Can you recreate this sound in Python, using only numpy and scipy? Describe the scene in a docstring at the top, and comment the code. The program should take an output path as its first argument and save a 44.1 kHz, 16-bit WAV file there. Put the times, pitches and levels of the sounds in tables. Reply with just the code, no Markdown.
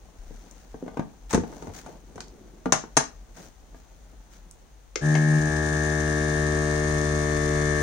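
"""A lid is lowered amid rubbing hands and rustling film, pressed down, and latches with two loud snaps.
A switch clicks and a kitchen vacuum sealer's piston pump starts, puffing, then humming harder as the bag empties.
Blows are decaying housing modes with noise clatter and snaps; hands, film and air are coloured noise;
hum and whine are multiples of the shaft rate. A small room answers the blows, film ticks and switches,
and two close microphone ports add their own resonances."""
import sys
import numpy as np
from scipy import signal
from scipy.fft import rfft, irfft
from scipy.io import wavfile

SR = 44100
rng = np.random.default_rng(int(sys.argv[2]) if len(sys.argv) > 2 else 0)


def pcm_store(signal):
    """Save signal as 16-bit PCM."""
    levels = np.round(np.clip(np.atleast_2d(signal), -1, 1) * 32767)
    wavfile.write(sys.argv[1], SR, levels.astype(np.int16).T)


N = 344862
TIME = np.arange(N) / SR


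def amp(db):
    """Decibels to gain."""
    return 10 ** (np.asarray(db) / 20)


def evened(x):
    """Scales to an rms of one."""
    return x / np.sqrt(np.mean(x ** 2) + 1e-20)


def attack_evened(x, size=441):
    """Scales so that the first hundredth of a second has an rms of one."""
    return evened(x) / np.sqrt(np.mean(evened(x)[:, :size] ** 2))


def read(points, hz):
    """Reads a spectrum on a log-frequency axis."""
    f, value = np.transpose(points)
    return np.interp(np.log(hz + 1), np.log(f + 1), value)


def curves(rows):
    """Each column of a timed table, sample by sample."""
    s, *columns = np.transpose(rows)
    return [np.interp(TIME, s, c) for c in columns]


def pan(side_db):
    """Left and right gains that differ by side_db."""
    return amp(np.array([[.5], [-.5]]) * side_db)


def colour(x, points, size=4096):
    """Causal minimum-phase filter with the given spectrum, made by folding its cepstrum."""
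    log_gain = read(points, np.fft.rfftfreq(size, 1 / SR)) * np.log(10) / 20
    cepstrum = irfft(log_gain)
    cepstrum[1:size // 2] *= 2
    cepstrum[size // 2 + 1:] = 0
    response = irfft(np.exp(rfft(cepstrum)))
    return signal.oaconvolve(x, response[None], axes=1)[:, :x.shape[1]]


def noise(shared, size=N):
    """White noise at two ports, with a share of the power common to both."""
    left, right, common = rng.standard_normal((3, size))
    shared = np.clip(shared, 0, 1)
    return np.sqrt(1 - shared) * np.array([left, right]) + np.sqrt(shared) * common


def wander(rate_hz):
    """Slow chance with an rms of one."""
    spectrum = rfft(rng.standard_normal(N))
    return evened(irfft(spectrum * np.exp(-(np.fft.rfftfreq(N, 1 / SR) / rate_hz) ** 2), N))


def resonate(x, hz, width_hz):
    """A resonance of gain one that follows the curve hz."""
    turn = np.exp(2j * np.pi * np.cumsum(hz * np.ones(N)) / SR)
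    r = np.exp(-np.pi * width_hz / SR)
    return 2 * (turn * signal.lfilter([1 - r], [1, -r], x / turn + 1e-18)).real


def add(mix, s, sound):
    """Mixes a sound in at time s."""
    part = mix[:, round(s * SR):][:, :sound.shape[1]]
    part += sound[:, :part.shape[1]]


def step(at_s, width_s):
    """A smooth rise from zero to one."""
    return .5 + .5 * np.tanh((TIME - at_s) / width_s / 2)


# colour of the rattling linkage: [f/Hz, level/dB]
RATTLE_TONE = [(1200, -82), (1850, 9), (2020, -7), (2300, 7.5), (2600, -4.5), (3600, -2.5), (5000, -3),
               (9000, -2.5), (16000, -35)]
# colour of the ticking brushes: [f/Hz, level/dB]
BRUSH_TONE = [(1500, -17), (4000, -2), (6000, 2), (10000, -5), (16000, -17)]
# colour of the exhaust air: [f/Hz, level/dB]
AIR_TONE = [(20, 4), (60, 17), (200, 17.5), (500, 13), (1000, 8), (1800, 10.5), (2800, -0.5), (4500, -8),
            (6500, -1), (9000, -1.5), (16000, -20)]
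DRIVE_DB, LABOUR_DB = 1.25, 1.28  # gain on the driven parts; extra gain at full vacuum
ROCK_FREE_DB, ROCK_VACUUM_DB = -68, -43  # rocking before DRIVE_DB and LABOUR_DB, no vacuum and full vacuum


def pump(rattle_db=-51, rattle_t60=0.24, air_db=-43, puff_depth=0.046, free_rattle_db=-3,
         ticks_db=-53, ticks_per_s=520):
    """A piston pump: body hum, a ringing valve, rattling linkage, ticking brushes and puffs of exhaust air."""
    running, load, vacuum = effort()
    speed = shaft_speed(running, load)
    turns = np.cumsum(speed * (1 + 0.001175 * wander(24.8))) / SR

    from_stroke = (turns % 1 - .5) * SR / speed  # samples away from the nearest stroke
    strokes = np.sinc(from_stroke) * np.exp(-(from_stroke / 10) ** 2) * amp(1.1 * wander(48))
    t = np.arange(SR // 20) / SR
    linkage = noise(0, size=len(t)) * amp(-60 * t / rattle_t60)
    shaken = signal.oaconvolve(strokes[None], linkage, axes=1)[:, :N]
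    rattle = evened(colour(shaken, RATTLE_TONE))
    rattle *= amp(rattle_db + free_rattle_db * (0.5 - load)) * pan(side_db=3.5)

    sparks = (rng.random(N) < ticks_per_s / SR) * rng.random(N)
    ticks = noise(0.13) * np.convolve(sparks, amp(-60 * t / 0.0088))[:N]
    ticks = amp(ticks_db) * evened(colour(ticks, BRUSH_TONE)) * pan(side_db=1)

    puffs = (1 + puff_depth * np.cos(4 * np.pi * turns)) * amp(1.5 * wander(80))  # two uneven puffs a turn
    air = amp(air_db) * evened(colour(noise(0.16) * puffs, AIR_TONE)) * pan(side_db=-2.0)

    # the machine rocks on its feet at half the shaft rate as the vacuum builds
    rock_db = ROCK_FREE_DB + (ROCK_VACUUM_DB - ROCK_FREE_DB) * vacuum
    rocking = amp(rock_db) * np.sqrt(2) * np.sin(np.pi * turns) * pan(side_db=-10)

    driven = hum(turns, load, vacuum) + rattle + ticks + air + rocking
    driven = amp(DRIVE_DB + LABOUR_DB * vacuum) * driven
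    return running * (valve(turns, speed) + whine(turns, vacuum) + driven)


# the load steps up as the bag is sucked flat: [t/s, load gained]
COLLAPSES = [(5.394, 0.54), (5.495, 0.28)]
COLLAPSE_S = 0.0058  # how quickly each step takes hold
PUMP_ON_S, SPIN_UP_S = 5.008, 0.022  # start; time constant of the spin-up
# load on the piston, 0 = air flows freely .. 1 = pulling on a vacuum: a brief starting load, then nearly free
FREE_LOAD, START_LOAD, START_LOAD_S = 0.094, 0.99, 0.038
VACUUM_BUILD_S = 1.2  # time constant of the vacuum after the bag collapses


def effort():
    """The motor spins up and runs nearly free; the bag collapses, the piston takes load and the vacuum builds."""
    since_s = np.maximum(TIME - PUMP_ON_S, 0)
    running = 1 - np.exp(-since_s / SPIN_UP_S)
    load = FREE_LOAD + START_LOAD * np.exp(-since_s / START_LOAD_S)
    load = load + sum(gain * step(s, COLLAPSE_S) for s, gain in COLLAPSES)
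    vacuum = 1 - np.exp(-np.maximum(TIME - COLLAPSES[-1][0], 0) / VACUUM_BUILD_S)
    return running, np.clip(load, 0, 1), vacuum


# turns per s: free speed, shortfall at the start, sag at full load; further sag in turns per s each second
FREE_SPEED, START_SHORTFALL, LOAD_SAG, SAG_PER_S = 76.3, 3, 0.45, 0.48


def shaft_speed(running, load):
    """Turns per second of the shaft, which slows under load and sags further as the bag empties."""
    pulling_s = np.maximum(TIME - COLLAPSES[-1][0], 0)
    return FREE_SPEED - START_SHORTFALL * (1 - running) - LOAD_SAG * load - SAG_PER_S * pulling_s


# hum with no load: [multiple of the shaft rate, level/dB relative to FREE_DB]
FREE_ORDERS = [(1, -43), (2, 1), (3, -13.5), (4, -13), (5, -19.5), (6, -29), (7, -29.5), (8, -21.5),
               (9, -32.5), (10, -28), (11, -26.5), (12, -36), (13, -47), (14, -29.5), (15, -44),
               (16, -30.5), (17, -31), (18, -49), (19, -37), (20, -27)]
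# hum under full load: [multiple of the shaft rate, level/dB relative to LOADED_DB]
LOADED_ORDERS = [(1, -1), (2, -2.5), (3, -9.5), (4, -5), (5, -4), (6, -6.5), (7, -25), (8, -9), (9, -12.5),
                 (10, -24), (11, -18), (12, -25.5), (13, -20), (14, -22), (15, -13.5), (16, -19.5),
                 (17, -17.5), (18, -26), (19, -20), (20, -28)]
FREE_DB, LOADED_DB = -22, -33  # before the pump's drive gain
# colour change of the loaded hum from no vacuum to full vacuum: [f/Hz, level change/dB]
HARDENING = [(150, -1), (300, -2), (450, 5.5), (600, 4.5), (800, -13.5), (1000, 5), (1280, 5), (1450, -6)]
# where the pump body sits: [f/Hz, left minus right level/dB]
PUMP_SIDE = [(75, 2), (200, 2.5), (380, 5.5), (650, 10.5), (1290, -4)]


def hum(turns, load, vacuum, waver_db=0.75, spread=0.099, scatter=0.85):
    """Shaft orders of the pump body, roughly in step: two puffs a turn give way to a harder knock under load."""
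    out = np.zeros((2, N))
    for (k, free_db), (_, loaded_db) in zip(FREE_ORDERS, LOADED_ORDERS):
        nominal_hz = 75 * k  # where the order reads its colour and side
        harder_db = read(HARDENING, nominal_hz) * (vacuum - .5)
        free_part = (1 - load) * amp(FREE_DB + free_db)
        loaded_part = load * amp(LOADED_DB + loaded_db + harder_db)
        level = (free_part + loaded_part) * amp(waver_db * wander(10)) * pan(read(PUMP_SIDE, nominal_hz))
        apart = np.array([[.5], [-.5]]) * spread * k * rng.choice([-1, 1])
        phase = scatter * rng.standard_normal() + apart
        out -= np.sqrt(2) * level * np.cos(2 * np.pi * k * turns + phase)
    return out


# ring of the valve, before VALVE_GAIN_DB: [t/s, level/dB]
VALVE_LEVEL = [(5.04, -33.5), (5.09, -33), (5.52, -32), (6.36, -33.5), (6.53, -35.5), (7.29, -39.5),
               (7.82, -33)]
VALVE_HZ, VALVE_GAIN_DB = 1702.3, -2.5


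def valve(turns, speed, ring_s=0.0099):
    """Once a turn the valve ring swells and fades."""
    level_db, = curves(VALVE_LEVEL)
    since_s = turns % 1 / speed
    swell = np.sin(np.pi * np.minimum(since_s / ring_s, 1)) ** 2 * amp(.5 * wander(40))
    ring = swell * np.sin(2 * np.pi * VALVE_HZ * since_s + np.array([[0], [1]]))
    return amp(VALVE_GAIN_DB + level_db) * evened(ring) * pan(side_db=8.5)


# whine of the motor: [multiple of the shaft rate, relative level/dB]
WHINE_ORDERS = [(24, 0), (26, -22.5), (27, -16), (29, -15.5), (30, -23.5), (31, -26), (37, -29.5),
                (47, -24.5), (49, -26.5), (58, -29)]
WHINE_FREE_DB, WHINE_VACUUM_DB = -48, -38.5  # with no vacuum and with full vacuum


def whine(turns, vacuum, waver_db=1.8):
    """High shaft orders of the motor swell as it labours against the vacuum."""
    out = np.zeros((2, N))
    for k, db in WHINE_ORDERS:
        level = np.sqrt(2) * amp(db + waver_db * wander(6.2))
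        out += level * np.cos(2 * np.pi * k * turns + np.array([[0], [1]]))
    return amp(WHINE_FREE_DB + (WHINE_VACUUM_DB - WHINE_FREE_DB) * vacuum) * out * pan(side_db=17.0)


# blows on the plastic housing, snaps before a 6.5 dB cut:
# [t/s, low thud level/dB, mid clack level/dB, high snap level/dB]
BLOWS = [(0.309, -43.5, -74, -71), (0.7425, -38, -46, -75), (0.826, -32.5, -62, -70),
         (0.862, -41, -51, -68), (0.879, -39, -40.5, -63), (0.971, -31, -35.5, -60), (0.994, -24, -33, -60),
         (1.307, -56, -42, -32), (1.329, -48, -41, -27.5), (1.335, -23.5, -28.5, -30),
         (1.345, -20, -34, -24), (1.349, -22, -27, -43), (1.377, -23, -39, -53), (1.436, -34, -40.5, -61),
         (1.525, -44, -46, -56), (1.623, -40, -43, -49), (1.671, -39.5, -44.5, -54), (1.697, -45, -50, -70),
         (1.862, -49, -44, -50), (2.157, -41.5, -57, -49), (2.179, -61, -42, -54), (2.204, -54, -55, -37.5),
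         (2.657, -24.5, -29, -46.5), (2.7221, -24, -20, -13), (2.737, -47, -26.5, -43),
         (2.838, -40, -42, -69.5), (2.9677, -25, -25, -16), (2.971, -26.5, -19.5, -13.5),
         (2.986, -53, -43, -29), (3.37, -56, -50, -48), (3.745, -53, -52.5, -65), (5.152, -34, -34, -49)]
# modes of the housing and lid, before each blow's detuning: [f/Hz, level/dB, t60/s]
HOUSING_MODES = [(169.8, -4.5, 0.19), (239.6, 2.5, 0.093), (297, 4.5, 0.051), (418, 2.5, 0.067),
                 (471, 2.5, 0.047), (657.4, 5.5, 0.045), (815, 1, 0.065), (935, 4.5, 0.046),
                 (1172, -3, 0.067), (1489, -1.5, 0.054), (1960, -12, 0.054), (2360, -19, 0.067)]
THUD_BELOW_HZ = 600  # modes below belong to the thud, the rest to the clack
# colour of the loose plastic: [f/Hz, level/dB]
CLATTER_TONE = [(150, -58), (400, -4.5), (800, 4.5), (1300, -8), (2000, -12.5), (3200, -23), (8000, -37.5)]
# colour of the hard edges: [f/Hz, level/dB]
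SNAP_TONE = [(300, -37), (900, 10.5), (2000, 9), (3500, -2.5), (6000, 2), (9000, 1.5), (16000, -22.5)]


def blows(detune=0.0442, spread=0.67, snap_t60=0.031, buzz_t60=0.079, buzz_db=-13,
          clatter_db=-2, clatter_t60=0.036, rise_s=0.00041):
    """Each blow rings the housing; loose plastic clatters and hard edges add a snap and a short buzz."""
    out, t = np.zeros((2, N)), np.arange(SR // 3) / SR
    hz, db, t60 = np.transpose(HOUSING_MODES)[:, :, None]
    low = hz[:, 0] < THUD_BELOW_HZ
    contact = 1 - np.exp(-t / rise_s)
    for s, thud_db, clack_db, snap_db in BLOWS:
        shift, sign, lag = rng.standard_normal((3, len(hz), 1))
        turn = 2 * np.pi * hz * (1 + detune * shift) * t
        apart = spread * lag * hz / 1000  # higher modes reach the two ports out of step
        decay = np.sign(sign) * amp(db - 60 * t / t60) * contact
        rings = decay * np.sin([turn + apart, turn - apart])
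        thud = rings[:, low].sum(1)
        clatter = colour(noise(0.5, size=len(t)) * amp(-60 * t / clatter_t60) * contact, CLATTER_TONE)
        clack = attack_evened(rings[:, ~low].sum(1)) + amp(clatter_db) * attack_evened(clatter)
        snap_decay = amp(-60 * t / snap_t60) + amp(buzz_db - 60 * t / buzz_t60)
        snap = colour(noise(0.16, size=len(t)) * snap_decay * contact, SNAP_TONE)
        add(out, s, amp(thud_db) * attack_evened(thud))
        add(out, s, amp(clack_db) * attack_evened(clack))
        add(out, s, amp(snap_db - 6.5) * attack_evened(snap))
    return out * pan(side_db=3.0)


# lid, hands and latches shake the table: [t/s, level/dB, f/Hz]
THUMPS = [(0.189, -45, 34.2), (0.28, -44, 36), (1.338, -38, 86), (1.345, -37, 47.7), (1.386, -37, 89.5),
          (1.68, -42.5, 90), (2.156, -52.5, 95), (2.725, -43, 116), (2.97, -31, 139)]


def thumps(cycles=13, rise_s=0.0089):
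    """The table top swings under the machine, dying away by 60 dB in a few cycles."""
    out, t = np.zeros((2, N)), np.arange(SR // 2) / SR
    for s, db, hz in THUMPS:
        swing = np.sin(2 * np.pi * hz * t) * amp(-60 * t * hz / cycles) * (1 - np.exp(-t / rise_s))
        add(out, s, amp(db) * attack_evened(swing[None]) * pan(side_db=6.5))
    return out


# clicks inside the case: [t/s, level/dB, treble level/dB]
SWITCH_CLICKS = [(4.9573, -27.5, 1), (5.152, -28.5, -6.5)]
# colour of a click: [f/Hz, level/dB]
SWITCH_TONE = [(150, -4), (500, 17.5), (1000, -8), (1500, 3), (2200, 6.5), (3300, -4.5), (5000, -6),
               (6500, -3), (8000, -17), (10000, -27), (16000, -26)]


def switch(t60=0.019, buzz_t60=0.091, buzz_db=-15, treble_hz=2500):
    """Switches click inside the case as short noise with a fainter buzz, each with its own treble level."""
    out, t = np.zeros((2, N)), np.arange(SR // 8) / SR
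    for s, db, treble_db in SWITCH_CLICKS:
        decay = amp(-60 * t / t60) + amp(buzz_db - 60 * t / buzz_t60)
        click = colour(noise(0.55, size=len(t)) * decay, SWITCH_TONE)
        click = colour(click, [(treble_hz, 0), (2 * treble_hz, treble_db)])
        add(out, s, amp(db) * attack_evened(click))
    return out * pan(side_db=4)


# strokes of the hands over lid and bag, before the rub and film gains:
# [start t/s, length/s, rubbing level/dB, film rustle level/dB]
STROKES = [(0.133, 0.83, -56.5, -57.5), (0.775, 0.38, -48.5, -68), (1.292, 0.079, -45.5, -41),
           (1.404, 0.49, -44, -53.5), (1.724, 0.12, -44, -44.5), (1.796, 0.22, -43, -55),
           (3.336, 0.19, -50, -48.5), (3.74, 0.1, -61, -62), (4.297, 0.12, -69, -54)]
# between strokes the hands rest on the machine, until they let go; levels before the same gains
REST_RUB_DB, REST_FILM_DB, LET_GO_S, LET_GO_FADE_S = -59, -64, 4.77, 0.21
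# colour of skin on the lid: [f/Hz, level/dB]
RUB_TONE = [(60, -23), (160, 11.5), (400, 4), (800, 2.5), (1600, -20.5), (3000, -26), (8000, -48)]
# colour of the rustling film: [f/Hz, level/dB]
FILM_TONE = [(400, -20), (1500, 9), (3000, -2), (6000, -2.5), (10000, -5), (16000, -3)]


def hands(rub_db=-2, film_db=-5, uneven_db=3.0, grain_db=3):
    """Skin rubs the lid unevenly while the film crackles in fine grains."""
    resting = 1 - step(LET_GO_S, LET_GO_FADE_S)
    rubbing, rustling = amp(REST_RUB_DB) * resting, amp(REST_FILM_DB) * resting
    for start_s, length_s, stroke_rub_db, stroke_film_db in STROKES:
        pressure = arch(start_s, length_s)
        rubbing = np.hypot(rubbing, amp(stroke_rub_db) * pressure)
        rustling = np.hypot(rustling, amp(stroke_film_db) * pressure)
    skin = evened(colour(noise(0.68) * amp(uneven_db * wander(33)), RUB_TONE))
    grains = evened(colour(noise(.1) * amp(grain_db * wander(400)), FILM_TONE))
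    rub = amp(rub_db) * rubbing * skin
    film = amp(film_db) * rustling * grains
    return (rub + film) * pan(side_db=2.5)


STROKE_PEAK_AT = 0.28  # share of a movement's length at which it is strongest


def arch(start_s, length_s):
    """The pressure of one hand movement: a quick swell and a slower release."""
    peak_s = start_s + np.clip(STROKE_PEAK_AT, .05, .95) * length_s
    return np.sin(np.pi * np.interp(TIME, [start_s, peak_s, start_s + length_s], [0, .5, 1]))


# single snaps of the stiff film: [t/s, level/dB, centre f/Hz]
CRACKLES = [(0.512, -57.5, 6360), (2.206, -44.5, 5200), (2.283, -61, 5200), (4.512, -51.5, 8000)]


def crackles(t60=0.0015, low_slope_db=14, high_slope_db=12):
    """A crease of the film flips over with a tiny bright tick; slopes are in dB per octave."""
    out, t = np.zeros((2, N)), np.arange(SR // 40) / SR
    for s, db, hz in CRACKLES:
        tone = [(hz / 8, -3 * low_slope_db), (hz, 0), (hz * 4, -2 * high_slope_db)]
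        tick = colour(noise(0.3, size=len(t)) * amp(-60 * t / t60), tone)
        add(out, s, amp(db) * attack_evened(tick))
    return out * pan(side_db=3.0)


# the lid squeezes its foam seal with a low creak
SQUEEZE_AT_S, SQUEEZE_S, SQUEEZE_DB = 1.95, 0.96, -53.5


def squeeze(creak_hz=230, width_hz=300, uneven_db=3, groan_hz=340, groan_width_hz=25, groan_db=-7):
    """The seal gives way in small uneven slips and groans faintly where the pressure peaks."""
    pressure = arch(SQUEEZE_AT_S, SQUEEZE_S)
    slips = noise(0.74) * amp(uneven_db * wander(50))
    creak = evened(resonate(resonate(slips, creak_hz, width_hz), creak_hz, width_hz))
    groan = amp(groan_db) * pressure ** 2 * evened(resonate(slips, groan_hz, groan_width_hz))
    return amp(SQUEEZE_DB) * pressure * (creak + groan) * pan(side_db=1.5)


# how long the kitchen rings in each band: [f/Hz, t60/s]
ROOM_T60 = [(150, 0.34), (500, 0.23), (2000, 0.26), (6000, 0.24), (15000, 0.13)]


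def room(x, wet_db=-7, build_s=0.0048):
    """A small kitchen: sparse reflections that die away by band."""
    size = SR // 2
    build = 1 - np.exp(-(np.arange(size) / SR / build_s) ** 2)
    taps = rng.choice([-1., 1.], (2, size)) * (rng.random((2, size)) < .08) * build
    hz, t, bands = signal.stft(taps, SR, nperseg=256)
    decay = amp(-60 * t / read(ROOM_T60, hz)[:, None])
    tail = signal.istft(bands * decay, SR, nperseg=256)[1]
    return x + amp(wet_db) * signal.fftconvolve(x, tail / np.linalg.norm(tail[0]), axes=1)[:, :N]


# colour of the room tone: [f/Hz, level/dB]
ROOM_TONE = [(15, -14.5), (30, -8), (60, -16), (90, 3), (160, -6.5), (300, -8.5), (800, -12), (2000, -19),
             (5000, -29), (16000, -28)]


def background(tone_db=-60, drone_db=-51, drone_hz=43, drone_width_hz=16):
    """Quiet room tone over a deep throbbing drone, which is noise through two narrow resonances."""
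    drone = resonate(resonate(noise(0.92), drone_hz, drone_width_hz), drone_hz, drone_width_hz)
    tone = evened(colour(noise(0.15), ROOM_TONE))
    return (amp(tone_db) * tone + amp(drone_db) * evened(drone)) * pan(side_db=2.0)


def scene():
    """Lid, hands and pump over the background; only blows, film ticks and switches excite the room."""
    return room(blows() + crackles() + switch()) + thumps() + squeeze() + hands() + pump() + background()


# resonance of the left microphone port: [f/Hz, level/dB]
LEFT_PORT = [(2500, 1), (4000, 4.5), (5200, 5.5), (6300, 14.5), (7200, 7.5), (8200, -1), (9500, -10.5),
             (11000, -9.5), (13000, -11), (15500, -0.5)]
# resonance of the right microphone port: [f/Hz, level/dB]
RIGHT_PORT = [(2500, 1), (4000, 5.5), (6300, 2.5), (8000, 3), (9100, 10), (9800, 5), (10800, -20.5),
              (12500, -4.5), (15500, 3.5)]
EDGE_HZ = 15900  # upper band limit


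def record(dry, hiss_db=-79):
    """Port resonances, microphone hiss, soft overload on the loudest snaps and the band limit."""
    ports = np.vstack([colour(dry[:1], LEFT_PORT), colour(dry[1:], RIGHT_PORT)])
    ports = ports + amp(hiss_db) * noise(0)
    ports = ports / (1 + (ports / .9) ** 6) ** (1 / 6)  # bends towards a ceiling of 0.9
    edge = signal.firwin(255, EDGE_HZ, window=("kaiser", 9), fs=SR)
    return signal.oaconvolve(ports, edge[None], "same")


dry = scene()
out = record(dry)
pcm_store(out)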